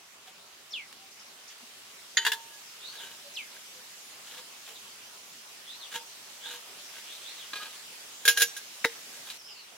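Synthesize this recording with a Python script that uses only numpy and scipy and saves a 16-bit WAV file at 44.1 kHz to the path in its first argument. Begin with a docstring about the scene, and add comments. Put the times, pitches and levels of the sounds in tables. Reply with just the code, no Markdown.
"""Steel flask at a woodland camp

Close to the microphones, gloved hands open a steel flask: the cup lid clinks off, the stopper scrapes
round in its thread and clicks free, then the cup rattles back on and is knocked home.
Steel is dying sines over a wash of noise; the thread is a swarm of tiny jerks that rings the neck.
Behind it a breeze hisses in the leaves as shaped noise, and birds call as gliding tones roughened
by noise, with dry noise chips in the trees. Faint short sine tones swell and fade."""
import sys
import numpy as np
from scipy import signal
from scipy.fft import rfft, irfft, next_fast_len
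from scipy.io import wavfile
from scipy.ndimage import uniform_filter1d

SR = 44100
rng = np.random.default_rng(int(sys.argv[2]) if len(sys.argv) > 2 else 0)


def wrap_up_sound(samples):
    """Save the sound to the file named by the first command line argument, as 16-bit audio."""
    columns = np.atleast_2d(samples).T
    # keep every value between -1 and 1, then stretch to whole-number steps
    tamed = np.clip(columns, -1, 1)
    steps = np.round(tamed * 32767).astype(np.int16)
    wavfile.write(sys.argv[1], SR, steps)


N = 430857  # samples


def amp(db):
    """Decibels to gain."""
    return 10 ** (np.asarray(db) / 20)


def unit(x):
    """Scales to an rms of one."""
    return x / np.sqrt(np.mean(x ** 2) + 1e-20)


def read(points, hz):
    """Reads a table on a log-frequency axis."""
    f, value = np.transpose(points)
    return np.interp(np.log(hz + 1), np.log(f + 1), value)


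def add(mix, s, sound):
    """Mixes a stereo sound in at time s."""
    part = mix[:, max(round(s * SR), 0):][:, :sound.shape[1]]
    part += sound[:, :part.shape[1]]


def fade(t, t60):
    """Exponential decay by 60 dB in t60 seconds."""
    return np.exp(-np.log(1000) * t / max(t60, 1e-3))


def ports(hz, side, balance):
    """Likeness of the left and right microphones, and their gains, at these frequencies."""
    ratio = amp(read(side, hz)) ** 2
    lean = read(balance, hz) / 2
    return (1 - ratio) / (1 + ratio), amp([lean, -lean])


# Stereo width of the near steel: (f/Hz, side over mid level/dB)
STEEL_WIDTH = [(450, -39), (800, -9.5), (1600, -13), (2600, -8.5), (5000, -1.5), (12000, -1.5)]
# Stereo lean of the near steel: (f/Hz, left over right level/dB)
STEEL_LEAN = [(450, 0.5), (900, -4.5), (1700, 0.5), (3600, 1), (6800, -1.5), (10000, -9), (15000, -6.5)]


def noise(size, spectrum, side=STEEL_WIDTH, balance=STEEL_LEAN):
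    """Stereo noise of a given colour and width, rms one."""
    padded = next_fast_len(size)
    hz = np.fft.rfftfreq(padded, 1 / SR)
    a, b = rfft(rng.standard_normal((2, padded)))
    same, gains = ports(hz, side, balance)
    pair = np.array([a, same * a + np.sqrt(1 - same ** 2) * b])
    coloured = irfft(pair * gains * amp(read(spectrum, hz)), padded)
    return unit(coloured[:, :size])


def ring(modes, t, length=1):
    """Dying sines; the wider the steel at that pitch, the more out of step the two microphones."""
    out = np.zeros((2, len(t)))
    for hz, db, t60 in modes:
        same, gains = ports(hz, STEEL_WIDTH, STEEL_LEAN)
        phase = np.arccos(same) * np.array([[.5], [-.5]])
        sine = np.sin(2 * np.pi * hz * t + phase)
        out += amp(db) * gains[:, None] * sine * fade(t, t60 * length)
    return out


def woods(x, t60, top_hz):
    """Diffuse scatter from trunks and rock, duller than the direct sound."""
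    t = np.arange(SR // 2) / SR
    dulling = signal.butter(1, min(top_hz, SR / 2 - 1), fs=SR)
    tail = signal.lfilter(*dulling, rng.standard_normal((2, len(t))))
    tail *= fade(t, t60) * (1 - np.exp(-t / 0.012))
    return signal.oaconvolve(x, tail / np.linalg.norm(tail[0]), axes=1)[:, :N]


# Colour of the leaf hiss before the breeze shapes it: (f/Hz, relative level/dB per Hz)
LEAF_COLOUR = [(15, -63), (25, -32), (82, -17), (228, -7), (324, -9), (392, -3.5), (486, -6.5), (527, -5),
               (604, -4), (1320, -3), (1550, -3.5), (2970, 0), (6310, -2), (14600, -13), (15800, -15)]
# Strength of the breeze: (t/s, level/dB before the share below)
BREEZE_STRENGTH = [(0, -6.5), (1.1, -4), (2.7, 0.2), (4.5, .5), (5.4, -0.5), (7.0, 2), (9.37, 3)]
# How much of that strength each pitch takes, mostly more in the treble: (f/Hz, share)
BREEZE_SHARE_BY_PITCH = [(100, 0.093), (500, 0.47), (1200, 0.36), (3000, 0.83), (9000, 1.05)]
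# Stereo width of the leaves: (f/Hz, side over mid level/dB)
LEAF_WIDTH = [(60, -18), (110, -31), (200, -15), (380, -7), (700, -3.5), (1290, -2.5), (2380, 0),
              (4400, -0.5), (8120, 0.5), (15000, -2)]
# Stereo lean of the leaves: (f/Hz, left over right level/dB)
LEAF_LEAN = [(60, 4), (110, -1), (200, 0.0), (380, -1.0), (700, -1.0), (1290, -1.5), (2380, -1), (4400, 1),
             (8120, -2.5), (15000, -4)]
LEAVES_DB = -48
DROP_S, DROP_DB = 9.377, -6.5  # the hiss drops abruptly, by the share of this that each pitch takes


def leaves(patchy_db=1.5):
    """A hiss of foliage that brightens with the breeze, drifts in small patches and drops abruptly late on."""
    hiss = noise(N, LEAF_COLOUR, LEAF_WIDTH, LEAF_LEAN)
    hz, t, z = signal.stft(hiss, SR, nperseg=512, noverlap=384)
    patches = uniform_filter1d(rng.standard_normal(z.shape[1:]), size=8, axis=0)  # over pitch
    patches = unit(uniform_filter1d(patches, size=24, axis=1))  # over time
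    strength_db = np.interp(t, *np.transpose(BREEZE_STRENGTH)) + DROP_DB * (t > DROP_S)
    field_db = read(BREEZE_SHARE_BY_PITCH, hz)[:, None] * strength_db + patchy_db * patches
    _, moving = signal.istft(z * amp(field_db), SR, nperseg=512, noverlap=384)
    return amp(LEAVES_DB) * moving[:, :N]


# Faint, short, mostly low tones: (t/s at the middle, length/s, f/Hz, level/dB)
SOFT_TONES = [(.285, 0.034, 758, -56), (1.04, 0.057, 775, -60), (1.635, 0.024, 238, -56),
              (2.55, 0.073, 1670, -57), (3.272, 0.041, 568, -52), (3.785, .06, 507, -60.5),
              (4.395, 0.06, 505, -58.5), (4.71, 0.047, 457, -61.5)]


def tones():
    """Faint rounded sine notes that swell and fade."""
    out = np.zeros((2, N))
    for s, length, hz, db in SOFT_TONES:
        t = np.arange(-length, length, 1 / SR)
        swell = np.exp(-(2 * t / length) ** 2)
        note = amp(db) * np.sqrt(2) * np.sin(2 * np.pi * hz * t) * swell
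        add(out, s - length, np.array([note, note]))
    return out


def voice(pitch, rough, fuzz_hz=230, flutter=0.013):
    """A whistle with a quick random tremor; when hoarse, the tone breaks into a narrow band of noise."""
    slow = signal.butter(2, fuzz_hz, fs=SR)
    a, b = signal.lfilter(*slow, rng.standard_normal((2, 4, SR // 2)))[..., :len(pitch)]
    turn = np.exp(2j * np.pi * np.cumsum(pitch * (1 + flutter * unit(a[-1]))) / SR)
    fuzz = ((a + 1j * b) * turn).real
    husky = unit(fuzz[:2] + fuzz[2])  # the shared part draws left and right together
    rough = np.clip(rough, 0, 1)
    return unit((1 - rough) * unit(turn.real) + rough * husky)


def slur(s, length, hz, db, oct_per_s, rough):
    """One note that glides evenly while it swells and fades; gives its start time and sound."""
    t = np.arange(-.15, .15, 1 / SR)
    call = voice(hz * 2 ** (oct_per_s * t), rough)
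    return s + t[0], call * amp(db) * np.exp(-2 * (t / length) ** 2)


# A hoarse bird repeats one upward slur: (t/s at the middle, f/Hz at the middle, level/dB)
HOARSE_SLURS = [(2.87, 3980, -43), (5.712, 3680, -45), (6.47, 3590, -42.5), (7.125, 3560, -47),
                (7.28, 3770, -44)]
HOARSE_S, HOARSE_OCT_PER_S = 0.067, 3.4
# Which of those slurs a quick downward one follows: (row number from 0)
ANSWERED_SLURS = (0, 1, 4)
ANSWER_AFTER_S, ANSWER_S = .128, 0.056
ANSWER_HZ, ANSWER_DB, ANSWER_OCT_PER_S = 3540, -46.5, -7
# Thin notes of distant birds: (t/s at the middle, length/s, f/Hz, level/dB, glide/octaves per s)
THIN_NOTES = [(4.765, 0.019, 3760, -48.5, -1.6), (9.405, .028, 5350, -50, -5),
              (9.462, 0.033, 5230, -48.5, 2), (9.498, 0.035, 3020, -50.5, -1), (9.51, .04, 5100, -49.5, -2),
              (9.585, 0.076, 4390, -53, -1.8), (9.577, .07, 2770, -56, -.5)]


def far_birds():
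    """The hoarse bird's rising slurs and falling answers, and thin notes from farther off."""
    out = np.zeros((2, N))
    for s, hz, db in HOARSE_SLURS:
        add(out, *slur(s, HOARSE_S, hz, db, HOARSE_OCT_PER_S, rough=0.77))
    for k in ANSWERED_SLURS:
        s = HOARSE_SLURS[k][0] + ANSWER_AFTER_S
        add(out, *slur(s, ANSWER_S, ANSWER_HZ, ANSWER_DB, ANSWER_OCT_PER_S, rough=0.76))
    for row in THIN_NOTES:
        add(out, *slur(*row, rough=0.69))
    return out


# Thin dry chips up in the trees: (t/s, level/dB, t60/s)
TREE_CHIPS = [(1.115, -51, 0.15), (1.193, -49.5, 0.21), (1.262, -53, 0.18), (1.477, -45, .14)]
# Their colour: (f/Hz, relative level/dB per Hz)
TREE_CHIP_COLOUR = [(1000, -50), (3800, -22), (4700, -3), (5600, 0), (6400, -4), (7500, -16), (16000, -40)]


def chips():
    """Short high rasps of noise that fade quickly."""
    out, t = np.zeros((2, N)), np.arange(SR // 4) / SR
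    for s, db, t60 in TREE_CHIPS:
        rasp = noise(len(t), TREE_CHIP_COLOUR)
        add(out, s, amp(db) * rasp * fade(t, t60) * (1 - np.exp(-t / .002)))
    return out


# Falling whistles of a near bird:
# (t/s at the break, break/s, f/Hz before it, f/Hz after it, level/dB, fade/s)
NEAR_WHISTLES = [(.729, 0.0028, 5620, 3840, -37, .062), (3.361, 0.0061, 6100, 3064, -38, 0.042)]
LOUDEST_S, SWELL_DB_PER_S = 0.012, 400  # loudest time is counted from the break
SAG_S, REST_HZ = .053, 1746  # after the break the pitch sinks towards a resting pitch
ACCENT_DB, ACCENT_S = 5, 0.0038  # brief accent at the loudest time


def whistles(rough=.15, rough_start=0.68, husk_db=-14, husk_above=1.2):
    """Each starts high and hoarse, breaks downward, then sags and fades; a husk lies just above the tone."""
    out, t = np.zeros((2, N)), np.arange(-.026, .15, 1 / SR)
    for s, break_s, high_hz, low_hz, db, fade_s in NEAR_WHISTLES:
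        broken = (1 + np.tanh(t / (2 * break_s))) / 2
        sagging_hz = REST_HZ + (low_hz - REST_HZ) * np.exp(-t / SAG_S)
        pitch = high_hz * (1 - broken) + sagging_hz * broken
        late = t - LOUDEST_S
        accent_db = ACCENT_DB * np.exp(-(late / ACCENT_S) ** 2)
        level_db = db + SWELL_DB_PER_S * np.minimum(late, 0) + accent_db
        level = amp(level_db) * np.exp(-(np.maximum(late, 0) / fade_s) ** 2)
        call = voice(pitch, rough_start + (rough - rough_start) * broken)
        call = call + amp(husk_db) * voice(pitch * husk_above, 1, fuzz_hz=500)
        add(out, s + t[0], call * level * signal.windows.tukey(len(t), .1))
    return out


# Rubs of the glove, turns of the stopper, and two dry ticks as of a twig (0.928 s and 1.315 s):
# (t/s at the middle, length/s, level/dB, share of ringing 0-1)
RUBS_TURNS_AND_TICKS = [(0.287, 0.048, -53.5, 0.08), (0.928, 0.0059, -42.5, 0.05), (1.315, .004, -50, 0.1),
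                        (1.512, .04, -50.5, 0), (2.952, .05, -45, 0.26), (3.038, 0.085, -42.5, 0.47),
                        (3.123, 0.047, -49.5, 0.25), (3.56, 0.046, -51.5, 0.6), (4.321, 0.13, -47, 0.07),
                        (4.386, 0.036, -43, 0.13), (4.69, 0.063, -46.5, 0), (5.952, 0.064, -36, 0.28),
                        (6.472, 0.1, -45.5, 0.55), (6.525, 0.11, -42, 0.22), (6.972, 0.092, -46.5, 0.32),
                        (7.291, 0.99, -51.5, 0.01), (7.635, 0.086, -43, 0.43), (7.738, 0.086, -49, 0.04),
                        (8.93, .05, -49, 0.04), (9.156, 0.059, -50.5, 0.7), (9.297, 0.075, -44.5, 0.1)]
# Ringing of the neck: (f/Hz, relative level/dB, t60/s)
NECK_MODES = [(487, -11, 0.23), (929, -4.5, 0.2), (1562, 4.5, 0.04), (1634, 4, 0.052), (2936, 2, 0.099),
              (3180, -6, 0.054), (3820, 4, 0.045), (6620, 1.5, 0.046), (7300, -6, 0.046), (10800, -3, .04)]
# Colour of the rasp: (f/Hz, relative level/dB per Hz)
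RASP_COLOUR = [(200, -43), (800, -9.5), (1600, -4), (2200, -3.5), (3400, 2.5), (5000, -9.5), (7000, -6),
               (9000, -13), (16000, -16)]


def scrapes(slips_per_s=900, grain=0.55):
    """The thread sticks and slips: tiny jerks ring the neck; rubs and ticks are mostly the grainy rasp."""
    out, t = np.zeros((2, N)), np.arange(SR // 4) / SR
    neck = ring(NECK_MODES, t)
    neck /= np.linalg.norm(neck[0])
    time = np.arange(SR // 2) / SR - 1 / 4
    for s, length, db, share in RUBS_TURNS_AND_TICKS:
        stroke = np.exp(-4 * (time / length) ** 2)
        slipping = rng.random(len(time)) < slips_per_s / SR
        slips = unit(rng.standard_normal(len(time)) * slipping)
        bite = unit(signal.lfilter([1], [1, -np.exp(-1 / (0.002 * SR))], abs(slips)))
        rasp = noise(len(time), RASP_COLOUR) * unit(1 - grain + grain * bite) * stroke
        tone = signal.fftconvolve((slips * stroke)[None], neck, axes=1)[:, :len(time)]
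        share = np.clip(share, 0, 1)
        add(out, s - 1 / 4, amp(db) * (np.sqrt(1 - share) * rasp + np.sqrt(share) * tone))
    return out


def hollow(rows, rise):
    """Low resonances of a vessel that build up over rise seconds and die away."""
    out, t = np.zeros((2, N)), np.arange(SR // 3) / SR
    for s, hz, db, t60 in rows:
        add(out, s, ring([(hz, db, t60)], t) * (1 - np.exp(-t / max(rise, 1e-4))))
    return out


# The neck of the flask sings on after a firm turn: (t/s, f/Hz, level/dB, t60/s)
NECK_SONG = [(5.953, 913, -37, 0.23), (6.462, 922, -44.5, 0.23), (7.595, 1254, -40, 0.25)]


def neck_rings():
    """Single tones of the neck, each a dying sine."""
    return hollow(NECK_SONG, rise=0.0045)


def rebounds(hits, gap_s, loss_db, brighter_db, length, count=1):
    """Loose steel chatters: each blow is followed by weaker, brighter contacts."""
    return [(s + k * gap_s, db - k * loss_db, treble_db + k * brighter_db, held * length ** k)
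            for s, db, treble_db, held in hits for k in range(count + 1)]


def clinks(hits, modes, wash, wash_db, wash_t60, rise, count=110):
    """Each blow rings strong modes and a crowd of weak ones; the glove sets how long the ring lasts."""
    out, t = np.zeros((2, N)), np.arange(SR // 2) / SR
    hz = np.linspace(np.sqrt(100), np.sqrt(16000), count) ** 2
    uneven_db, cluster_db, grip = 1.8, 4.0, .0015  # grip: spread of pitch as a ratio
    for s, db, treble_db, length in hits:
        # the spot that is struck favours some modes over others; the grip bends them a little
        struck = [(f * (1 + grip * rng.standard_normal()), level + uneven_db * rng.standard_normal(), t60)
                  for f, level, t60 in modes]
        cluster_levels = read(wash, hz) + cluster_db * np.clip(rng.standard_normal(count), -2, 2)
        crowd = noise(len(t), np.transpose([hz, cluster_levels])) * fade(t, wash_t60 * length)
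        blow = ring(struck, t, length) + amp(wash_db) * crowd
        blow *= 1 - np.exp(-t / max(rise, 1e-5))
        dull = signal.lfilter(*signal.butter(1, 4500, fs=SR), blow)
        add(out, s, amp(db) * (dull + amp(treble_db) * (blow - dull)))
    return out


# Blows on the stopper: (t/s, level/dB, treble level/dB, ring length as a factor)
STOPPER_BLOWS = [(4.385, -47, -5, .2), (7.5328, -32.5, -9, 0.28), (7.556, -36.5, -7, 0.86),
                 (7.619, -44, -13, 0.84), (7.631, -42, -10, 0.33), (7.656, -43, -6, 0.27),
                 (9.3005, -46, 11, 0.25)]
# Its strong modes: (f/Hz, relative level/dB, t60/s at factor 1)
STOPPER_RING = [(1242, -14, .35), (1647, -2.5, 0.22), (2440, -2, 0.14), (2790, -13, .12), (3160, -6, .08),
                (3940, 3, 0.19), (4370, -8.5, 0.36), (4650, -11, 0.4)]
# Its weak, close modes: (f/Hz, relative level/dB per Hz)
STOPPER_CROWD = [(200, -17.5), (1200, -9), (2000, -13), (2600, -8), (3300, -1), (4600, -9), (5500, -11),
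                 (16000, -23)]


def stopper_clicks():
    """Clicks of the stopper as ringing modes."""
    hits = rebounds(STOPPER_BLOWS, gap_s=.0032, loss_db=10.5, brighter_db=3, length=2.4)
    return clinks(hits, STOPPER_RING, STOPPER_CROWD, wash_db=2, wash_t60=0.17, rise=0.00045)


# Blows on the rim: (t/s, level/dB, treble level/dB, ring length as a factor)
RIM_BLOWS = [(2.1698, -15.5, -1.5, 1.11), (2.215, -37.5, -1, 2.8)]
# Its strong modes: (f/Hz, relative level/dB, t60/s at factor 1)
RIM_RING = [(410, -35, 0.28), (916, -23.5, 0.57), (1548, -9, 0.081), (1874, 3.5, 0.067), (1950, -15, .07),
            (3020, -14, 0.22), (3140, -14, 0.12), (3510, -17, 0.11), (4000, -13, .1), (4630, -8, .07),
            (6724, 1.5, 0.055), (6800, -16, .09), (10700, -34, 0.2)]
# The crowd of weak, close modes of thin steel: (f/Hz, relative level/dB per Hz)
RIM_CROWD = [(150, -30), (700, -50), (1200, -16), (1800, 9.5), (2300, -5), (3300, 1.5), (4500, -6.5),
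             (5500, -17), (6800, -4), (8200, -25), (16000, -28)]


def rim_clinks():
    """The rim is struck and chatters, ringing its thin steel."""
    hits = rebounds(RIM_BLOWS, gap_s=.0029, loss_db=7, brighter_db=5.5, length=0.92, count=2)
    return clinks(hits, RIM_RING, RIM_CROWD, wash_db=-1.5, wash_t60=0.08, rise=0.001)


# Blows on the flask: (t/s, level/dB, treble level/dB, ring length as a factor)
FLASK_BLOWS = [(2.2497, -25.5, 3, .9), (2.2648, -16, -1, 0.82), (2.3182, -22.5, 5, 0.65)]
# Its strong modes: (f/Hz, relative level/dB, t60/s at factor 1)
FLASK_RING = [(445.3, -26.5, 0.29), (913, -27, 0.51), (968, -12, 0.076), (1635, -0.5, 0.047),
              (1700, -0.5, 0.077), (2780, -5, 0.085), (2942, -11, 0.093), (3270, -17, .07),
              (3400, -11, .08), (4752, -14, .09), (6940, -16, 0.14), (10720, -21, .07), (12830, -23, 0.11)]
# The crowd of weak, close modes of thin steel: (f/Hz, relative level/dB per Hz)
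FLASK_CROWD = [(150, -28), (700, -37), (1000, -3), (1250, -15), (1700, 8.5), (2300, -11), (3400, 2.5),
               (5000, -11.5), (7000, -11), (8300, -16), (16000, -19)]


def flask_clinks():
    """The flask is struck and rings its own modes."""
    hits = rebounds(FLASK_BLOWS, gap_s=.0135, loss_db=15, brighter_db=7, length=1.5)
    return clinks(hits, FLASK_RING, FLASK_CROWD, wash_db=-0.5, wash_t60=0.1, rise=0.00066)


# Blows on the cup: (t/s, level/dB, treble level/dB, ring length as a factor)
CUP_BLOWS = [(8.2522, -21, 0.5, 0.64), (8.2774, -12.5, -1.5, 0.98), (8.365, -41, 4, .7),
             (8.3728, -20.5, -2, 0.78), (8.398, -32.5, 9, 0.62), (8.4065, -23.5, 1, 0.76),
             (8.4178, -15, 2, 0.73), (8.565, -37.5, 2.5, 0.84)]
# Its strong modes: (f/Hz, relative level/dB, t60/s at factor 1)
CUP_RING = [(471, -23, 0.2), (510, -29, 0.16), (1575, -9.5, 0.1), (1636, 2, 0.097), (1740, -25, 0.11),
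            (2445, -11, 0.071), (2840, -14, 0.19), (3250, -5, 0.049), (3500, -6, 0.062), (3880, -11, .09),
            (3940, -8, .07), (4480, -24, 0.24), (5540, -13, 0.12), (5790, -28, 0.87), (6370, -20, 0.14),
            (6750, -13, 0.25), (6730, -21, 0.11), (9500, -11, .09), (9700, -15, .07), (11250, -19, .08),
            (11700, -23, 0.28), (13800, -26, .12)]
# The crowd of weak, close modes of thin steel: (f/Hz, relative level/dB per Hz)
CUP_CROWD = [(150, -30.5), (600, -14.5), (1100, -15.5), (1600, -9), (2000, -5.5), (3400, -1.5),
             (4800, -3.5), (7000, -1.5), (8300, -19), (9700, -4), (16000, -13)]


def cup_rattle():
    """The cup rattles back on, ringing at each contact."""
    hits = rebounds(CUP_BLOWS, gap_s=.0068, loss_db=7, brighter_db=2.0, length=1.11)
    return clinks(hits, CUP_RING, CUP_CROWD, wash_db=0.0, wash_t60=.12, rise=.0012)


# Blows as the cup seats: (t/s, level/dB, treble level/dB, ring length as a factor)
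SEAT_BLOWS = [(8.8437, -25.5, 1, 0.63), (8.8463, -17.5, -2.5, 0.69), (8.8492, -11, -3.5, .45)]
# Strong modes of the seated cup: (f/Hz, relative level/dB, t60/s at factor 1)
SEAT_RING = [(1450, -6, .016), (1695, -2, 0.024), (2010, 2, 0.015), (2350, -16, 0.015), (3740, -4.5, 0.028)]
# The crowd of weak, close modes of thin steel: (f/Hz, relative level/dB per Hz)
SEAT_CROWD = [(100, -29), (280, -10.5), (900, -12), (1200, -13), (1900, 6.5), (2800, -10), (3800, -8),
              (6000, -12), (9000, -23), (16000, -21)]
# The air shut in the cup booms as it seats: (t/s, f/Hz, level/dB, t60/s)
AIR_BOOMS = [(8.8495, 462, -23, .11), (8.8505, 540, -29, 0.042), (8.8495, 290, -25, 0.029),
             (8.8495, 890, -26.5, 0.058)]


def cup_seating():
    """The cup is knocked home: short-lived modes, and a boom of the air shut inside."""
    hits = rebounds(SEAT_BLOWS, gap_s=.007, loss_db=19, brighter_db=9, length=3.0, count=2)
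    knock = clinks(hits, SEAT_RING, SEAT_CROWD, wash_db=3.0, wash_t60=0.024, rise=0.00029)
    return knock + hollow(AIR_BOOMS, rise=0.0023)


def scene():
    """Near, almost dry steel in front of the birds and leaves."""
    song = far_birds() + chips() + whistles()
    steel = scrapes() + neck_rings() + stopper_clicks()
    steel = steel + rim_clinks() + flask_clinks() + cup_rattle() + cup_seating()
    # the steel is kept out of the deep bass
    steel = signal.sosfilt(signal.butter(2, 170, "high", fs=SR, output="sos"), steel)
    steel_scatter = amp(-29.0) * woods(steel, t60=0.66, top_hz=5000)
    song_scatter = amp(-8.5) * woods(song, t60=0.15, top_hz=7000)
    return leaves() + tones() + song + song_scatter + steel + steel_scatter


EDGE_HZ = 15950


def record(dry):
    """The recorder's band limit."""
    low_pass = signal.firwin(511, EDGE_HZ, window=("kaiser", 9), fs=SR)
    return signal.oaconvolve(dry, low_pass[None], "same", axes=1)


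dry = scene()
out = record(dry)
wrap_up_sound(out)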